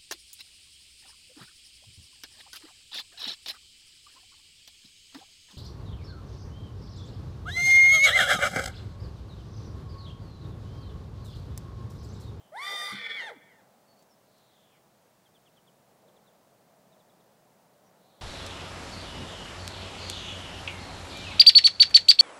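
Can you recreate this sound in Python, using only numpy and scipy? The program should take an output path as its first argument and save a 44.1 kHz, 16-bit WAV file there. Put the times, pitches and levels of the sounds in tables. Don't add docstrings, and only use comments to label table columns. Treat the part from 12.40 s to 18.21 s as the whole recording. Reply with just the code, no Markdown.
import sys
import numpy as np
from scipy import signal
from scipy.fft import rfft, irfft, next_fast_len
from scipy.io import wavfile
from scipy.ndimage import map_coordinates

SR = 44100
rng = np.random.default_rng(int(sys.argv[2]) if len(sys.argv) > 2 else 0)


def pcm_store(signal):
    levels = np.round(np.clip(np.atleast_2d(signal), -1, 1) * 32767)
    wavfile.write(sys.argv[1], SR, levels.astype(np.int16).T)


N = 256220

# time_s, level_db
TRAFFIC_SWELL = [(1.5, -62.5), (2, -65.5), (2.8, -67), (3.6, -63), (4.6, -62), (5.1, -63), (5.6, -61.5)]
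# freq_hz, level_db
TRAFFIC_COLOUR = [(100, -42), (130, -9.5), (200, 2), (290, -11.5), (450, -3), (620, 1.5), (850, -4),
                  (1200, -12.5), (2000, -23), (4000, -72)]
BED_COLOUR = [(25, -1), (45, 2.5), (80, 5), (130, 16.5), (200, 13), (300, 10), (1000, 6.5), (2500, -1.5),
              (5000, -3), (8000, -4), (12000, -7), (15700, -4.5)]
# start_s, length_s, start_hz, end_hz, level_db, blur_hz
SONG_NOTES = [(-.08, .23, 3160, 3100, -71.5, 187), (1.464, 0.092, 4450, 4450, -68.5, 44.6),
              (1.553, 0.08, 4400, 4530, -72, 80), (1.686, 0.071, 5850, 5000, -69.5, 110),
              (1.822, 0.43, 4270, 3560, -72.5, 411), (2.038, 0.4, 3750, 2915, -71, 290),
              (2.303, .1, 2750, 1770, -71, 186), (5.437, .071, 6000, 5540, -74.5, 123),
              (5.53, 0.43, 3990, 3690, -71.5, 384)]
# time_s, pitch_hz
SQUEAL_PITCH = [(.11, 550), (.135, 631.6), (.165, 858.5), (.2, 1068), (.24, 1182), (.3, 1196), (.4, 1207),
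                (.49, 1197), (.58, 1167), (.71, 1129), (.768, 1132), (.825, 923.6), (.865, 903.5),
                (.89, 783), (.915, 495), (.975, 252)]
# time_s, level_db
SQUEAL_EFFORT = [(0.11, -66), (0.124, -47.5), (0.164, -38), (0.296, -34), (0.336, -36), (0.436, -33.5),
                 (0.552, -40), (0.628, -40), (0.672, -35), (0.68, -43.5), (0.708, -34.5), (0.724, -38),
                 (0.812, -35.5), (0.9, -42), (0.954, -60), (0.98, -47)]
# time_s, opening
MOUTH_OPENING = [(.47, 0.76), (.515, 0.9), (.545, 0.48), (.66, 0), (.76, 0.03), (.84, 0.25), (.95, 0.8)]
# time_s, amount
HOARSENESS = [(.15, 0.06), (.29, 0.43), (.43, 0.22), (.485, .6), (.57, 0.88), (.66, 0.52), (.7, 0.71),
              (.75, 0.41), (.8, 0.56), (.85, 0.29), (.95, 0.4)]
# freq_hz, gain_db
OPEN_COLOUR = [(600, -14), (930, 5), (1070, -3), (1200, -3.5), (1800, -1.5), (2130, 1.5), (2400, -23),
               (3150, -30), (3620, 1), (4300, -8.5), (4820, -4.5), (5600, -19), (6000, -18), (7200, -25),
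               (8450, -19), (9650, -17.5), (11000, -24), (12100, -23), (15500, -33)]
SHUT_COLOUR = [(450, 10), (830, -16), (950, -27.5), (1150, -25), (1430, -6), (1830, -3), (2290, 4),
               (2700, -16.5), (3400, 5), (3650, -7), (4100, -31), (6000, -25), (9500, -38), (15500, -46)]
# centre_hz, width_hz, gain_db
NOSE_MODES = [(1473, 280, -4), (2054, 193, 4.5), (3150, 140, -7.5), (3370, 980, -16.5), (4280, 740, -13),
              (5350, 310, -21)]
# centre_hz, width_hz
NOSE_NOTCHES = [(2660, 120), (4150, 21), (6400, 290)]
# freq_hz, level_db
BREATH_COLOUR = [(3500, -26), (4500, -5), (5600, 4), (7000, 1), (8700, 4.5), (10500, 5), (12500, -11),
                 (15500, -18)]
# centre_hz, width_hz, gain_db
CHEST_MODES = [(519, 250, 8), (850, 105, 8)]
# start_s, length_s, level_db
CHEST_CROAKS = [(0.295, 0.084, -47), (0.383, 0.15, -57), (0.786, 0.1, -52), (0.876, 0.071, -50.5)]
# start_s, length_s, pitch_hz, level_db
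WHISTLE_NOTES = [(.215, 0.0552, 1880, -12), (.27, 0.099, 1995, -5.5), (.37, 0.0651, 1903, -7.5),
                 (0.436, .125, 2016, -9.5), (.59, 0.0942, 1835, -6), (.695, 0.024, 1835, -0.5),
                 (.725, .075, 1822, -14)]
# harmonic_number, level_db
SUM_TONES = [(1, -8), (2, -24), (3, -11), (4, -18.5), (5, -27)]
# start_s, length_s, start_hz, end_hz
VOICE_CRACK = (.485, .052, 990, 1400)
# start_s, level_db
HOOF_HITS = [(.522, -42.5), (.535, -43), (.572, -61)]
# centre_hz, width_hz, gain_db
GROUND_MODES = [(139, 130, 0), (200, 55, 3.5), (255, 240, -0.5)]
# start_s, level_db
GRIT_TICKS = [(1.5894, -50.5), (1.6232, -50.5), (1.9794, -51.5)]
# start_s, length_s, start_hz, level_db
CHIP_NOTES = [(2.848, 0.036, 3800, -66.5), (2.94, 0.045, 3840, -65.5), (3.053, 0.039, 3620, -64.5),
              (3.161, 0.038, 3720, -65), (3.266, 0.036, 3780, -65), (3.674, .025, 4080, -68),
              (3.756, 0.029, 4080, -67.5), (3.861, 0.037, 4140, -67), (4.515, .034, 4230, -68.5),
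              (4.592, 0.029, 4200, -68), (4.688, 0.028, 4070, -70.5), (4.796, .024, 4150, -70)]
# start_s, length_s, level_db
RUSH_SWELL = (3.58, 0.23, -65)
# freq_hz, t60_s
YARD_DECAY = [(200, 0.9), (2000, 0.36), (10000, 0.038)]
# delay_s, level_db
WALL_ECHOES = [(.125, -29), (.215, -31), (.27, -35.5), (.315, -26)]


def amp(db):
    return 10 ** (np.asarray(db) / 20)


def unit(x):
    return x / np.sqrt(np.mean(x ** 2) + 1e-20)


def clock():
    return np.arange(N) / SR


def curve(points):
    return np.interp(clock(), *np.transpose(points))


def along(points, hz):
    freqs, values = np.transpose(points)
    return np.interp(np.log(np.abs(hz) + 1), np.log(freqs + 1), values)


def gate(start, length, edge_s=0.01):
    return np.clip(.5 + np.minimum(clock() - start, start + length - clock()) / edge_s, 0, 1)


def arch(start, length, db):
    return amp(db) * np.sin(np.pi * np.clip((clock() - start) / length, 0, 1))


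def strikes(hits, attack_s, t60_s):
    ages = [(np.maximum(clock() - start, 0), db) for start, db in hits]
    return sum(amp(db - 60 * age / t60_s) * (1 - np.exp(-age / attack_s)) for age, db in ages)


def wobble(rate, size=N):
    knots = rng.standard_normal(int(size * rate / SR) + 4)
    steps = np.arange(len(knots) * 6) / 6
    return np.interp(np.arange(size) * rate / SR, steps, map_coordinates(knots, [steps]))


def phase_of(hz):
    return 2 * np.pi * np.cumsum(hz) / SR


def filtered(x, response):
    size = next_fast_len(N + SR // 2)
    return irfft(rfft(x, size) * response(np.fft.rfftfreq(size, 1 / SR)), size)[:N]


def noise(colour):
    return unit(filtered(rng.standard_normal(N), lambda f: amp(along(colour, f))))


def resonate(x, modes):
    def peaks(f):
        return sum(amp(db) * (f * width) ** 2 / ((hz ** 2 - f ** 2) ** 2 + (f * width) ** 2)
                   for hz, width, db in modes)
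    return unit(filtered(x, peaks))


def glide(start, length, start_hz, end_hz, db, quaver_hz):
    span = np.arange(max(round(start * SR), 0), min(round((start + length) * SR), N))
    progress = (span / SR - start) / length
    pitch = start_hz + (end_hz - start_hz) * progress + quaver_hz[span]
    out = np.zeros(N)
    out[span] = amp(db) * np.sqrt(2) * np.sin(np.pi * progress) * np.sin(phase_of(pitch))
    return out


def country_hush(traffic_trim_db=-2.5, bed_db=-66):
    swell = amp(curve(TRAFFIC_SWELL) + traffic_trim_db + 0.23 * wobble(4.03))
    return swell * noise(TRAFFIC_COLOUR) + amp(bed_db) * noise(BED_COLOUR)


def songbird(trim_db=-1):
    quaver = wobble(900)
    return amp(trim_db) * sum(glide(*note, blur_hz * quaver) for *note, blur_hz in SONG_NOTES)


def squeal(jitter=0.0035, waver=0.0032, cycles_per_flutter=5.7, tone_db=-1.5, rasp_db=-1):
    pitch, mouth, hoarse = curve(SQUEAL_PITCH), curve(MOUTH_OPENING), curve(HOARSENESS)
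    start, end = SQUEAL_PITCH[0][0], SQUEAL_PITCH[-1][0]
    effort = amp(curve(SQUEAL_EFFORT)) * gate(start, end - start)
    phase = phase_of(pitch * (1 + jitter * wobble(600) + waver * wobble(110.7)))
    flutter = phase_of(pitch / cycles_per_flutter * (1 + .05 * wobble(120)))
    tone = amp(tone_db) * np.sqrt(1 - hoarse ** 2) * vocal_folds(phase, flutter, mouth, hoarse)
    whistling, strength = whistle(phase, mouth)
    rasp = amp(rasp_db) * nasal_rasp(phase, flutter, mouth, hoarse)
    voice = (tone + whistling + rasp) / np.hypot(1, strength)
    return effort * voice + chest(effort) + glide(*VOICE_CRACK, db=-44, quaver_hz=40 * wobble(400))


def slack_tilt(tight_hz=1210, slack_db=-7, onset_db=-14.5, build_s=0.077):
    octaves_down = np.maximum(np.log2(tight_hz / curve(SQUEAL_PITCH)), 0)
    age = np.maximum(clock() - SQUEAL_PITCH[0][0], 0)
    return slack_db * octaves_down + onset_db * np.exp(-age / build_s)


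def vocal_folds(phase, flutter, mouth, hoarse, flutter_depth=0.27, tear=.5, ragged_db=3):
    size = SR
    pitch, tilt = curve(SQUEAL_PITCH)[:size], slack_tilt()[:size]
    phase, flutter, mouth, hoarse = (x[:size] for x in (phase, flutter, mouth, hoarse))
    chaos = 0.1 + .6 * hoarse ** 2
    tone, power = 0, 0
    for k in range(1, 14):
        colour_db = mouth * along(OPEN_COLOUR, k * pitch) + (1 - mouth) * along(SHUT_COLOUR, k * pitch)
        gain = amp(colour_db + tilt * np.log2(k))
        sway = 1 + chaos * wobble(260, size)
        sway += flutter_depth * hoarse * np.cos(flutter + rng.uniform(0, 2 * np.pi))
        ragged = amp(ragged_db * np.log10(k) * (wobble(250, size) + wobble(24.6, size)))
        tone += gain * sway * ragged * np.sin(k * (phase + tear * chaos * wobble(400, size)))
        power += gain ** 2
    return np.pad(tone * np.sqrt(2 / power), (0, N - size))


def flutter_buzz(phase, flutter):
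    bands = sum(np.sin(2 * phase[:SR] + k * flutter[:SR] + rng.uniform(0, 2 * np.pi))
                for k in range(-10, 19))
    return np.pad(unit(bands), (0, N - SR))


def nasal_rasp(phase, flutter, mouth, hoarse, hiss_db=-14.5, shut_db=-18, unrest_db=2):
    buzz = flutter_buzz(phase, flutter)
    turbulence = 0.87 * noise([(200, -.5), (5000, 2), (9000, -37)])
    nose = resonate(buzz + turbulence, NOSE_MODES)
    nose = hoarse * nose / np.std(nose[:SR])
    hiss = amp(hiss_db + shut_db * (1 - mouth) + 0.78 * slack_tilt()) * noise(BREATH_COLOUR)
    unrest = amp(unrest_db * hoarse * wobble(130.2))
    return filtered(unrest * (nose + hiss), side_passages)


def side_passages(f):
    return np.prod([1 - np.exp(-((f - hz) / width) ** 4) for hz, width in NOSE_NOTCHES], axis=0)


def chest(effort, under_db=-24):
    level = amp(under_db) * effort + sum(arch(*croak) for croak in CHEST_CROAKS)
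    return level * resonate(rng.standard_normal(N), CHEST_MODES)


def whistle(phase, mouth, blur=0.012, open_under_db=-7, shut_under_db=-13, shut_db=-14):
    starts, lengths, note_hz, note_db = np.transpose(WHISTLE_NOTES)
    gates = np.array([gate(*span) for span in zip(starts, lengths)])
    pitch = note_hz @ gates / (gates.sum(0) + 1e-9)
    strength = amp(note_db) @ gates
    own_phase = phase_of(pitch * (1 + blur * wobble(400)))
    tone = amp(2.7 * wobble(220)) * np.sin(own_phase)
    sums = sum(amp(db + shut_db * (1 - mouth) + 2.8 * wobble(200)) * np.sin(own_phase + k * phase)
               for k, db in SUM_TONES)
    under = mouth * amp(open_under_db) * np.sin(own_phase - phase)
    under += (1 - mouth) * amp(shut_under_db) * np.sin(2 * phase - own_phase)
    return np.sqrt(2) * strength * (tone + sums + under), strength


def hoof_stamp(trim_db=4):
    age = clock() - HOOF_HITS[1][0]
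    ring = sum(amp(db) * np.sin(2 * np.pi * hz * age) for hz, _, db in GROUND_MODES)
    scrunch = resonate(rng.standard_normal(N), GROUND_MODES)
    return amp(trim_db) * strikes(HOOF_HITS, attack_s=0.0041, t60_s=0.089) * unit(unit(ring) + scrunch)


def grit(trim_db=-11):
    crunch = noise([(1500, -12), (5500, -2), (11000, -10), (15000, -10)])
    return amp(trim_db) * strikes(GRIT_TICKS, attack_s=.001, t60_s=0.051) * crunch


def chipping_bird(trim_db=-2, fall_hz=1010, bend_hz=60, blur_hz=70):
    quaver = blur_hz * wobble(900) + bend_hz * wobble(90)
    chips = sum(glide(start, length, hz, hz - fall_hz, db, quaver) for start, length, hz, db in CHIP_NOTES)
    return amp(trim_db) * chips


def far_rush():
    return arch(*RUSH_SWELL) * noise([(200, -27), (340, 2), (520, 5), (620, -4), (900, -39)])


def yard(dry, tail_db=-21, smear=0.38):
    hz, age, spectrum = signal.stft(rng.standard_normal(SR // 2), SR, nperseg=256)
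    decay = amp(-60 * age / along(YARD_DECAY, hz)[:, None])
    _, tail = signal.istft(spectrum * decay, SR, nperseg=256)
    scatter = signal.fftconvolve(dry, tail / np.linalg.norm(tail))[:N]
    blurred = (dry + smear * scatter) / np.hypot(1, smear)
    dull = [(300, -21), (1000, 5.5), (2000, -0.5), (3500, -5), (6000, -21), (12000, -26)]

    def walls(f):
        slaps = sum(amp(db) * np.exp(-2j * np.pi * f * delay) for delay, db in WALL_ECHOES)
        return amp(along(dull, f)) * slaps
    return dry + amp(tail_db) * scatter + filtered(blurred, walls)


def scene():
    sources = squeal() + hoof_stamp() + grit() + chipping_bird() + songbird()
    return (yard(sources) + country_hush() + far_rush())[None]


def record(dry, top_hz=15800):
    bass_cut = [(20, -1), (50, -9), (90, 0)]
    return filtered(dry[0], lambda hz: amp(along(bass_cut, hz)) * (hz < top_hz))[None]


dry = scene()
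out = record(dry)
pcm_store(out)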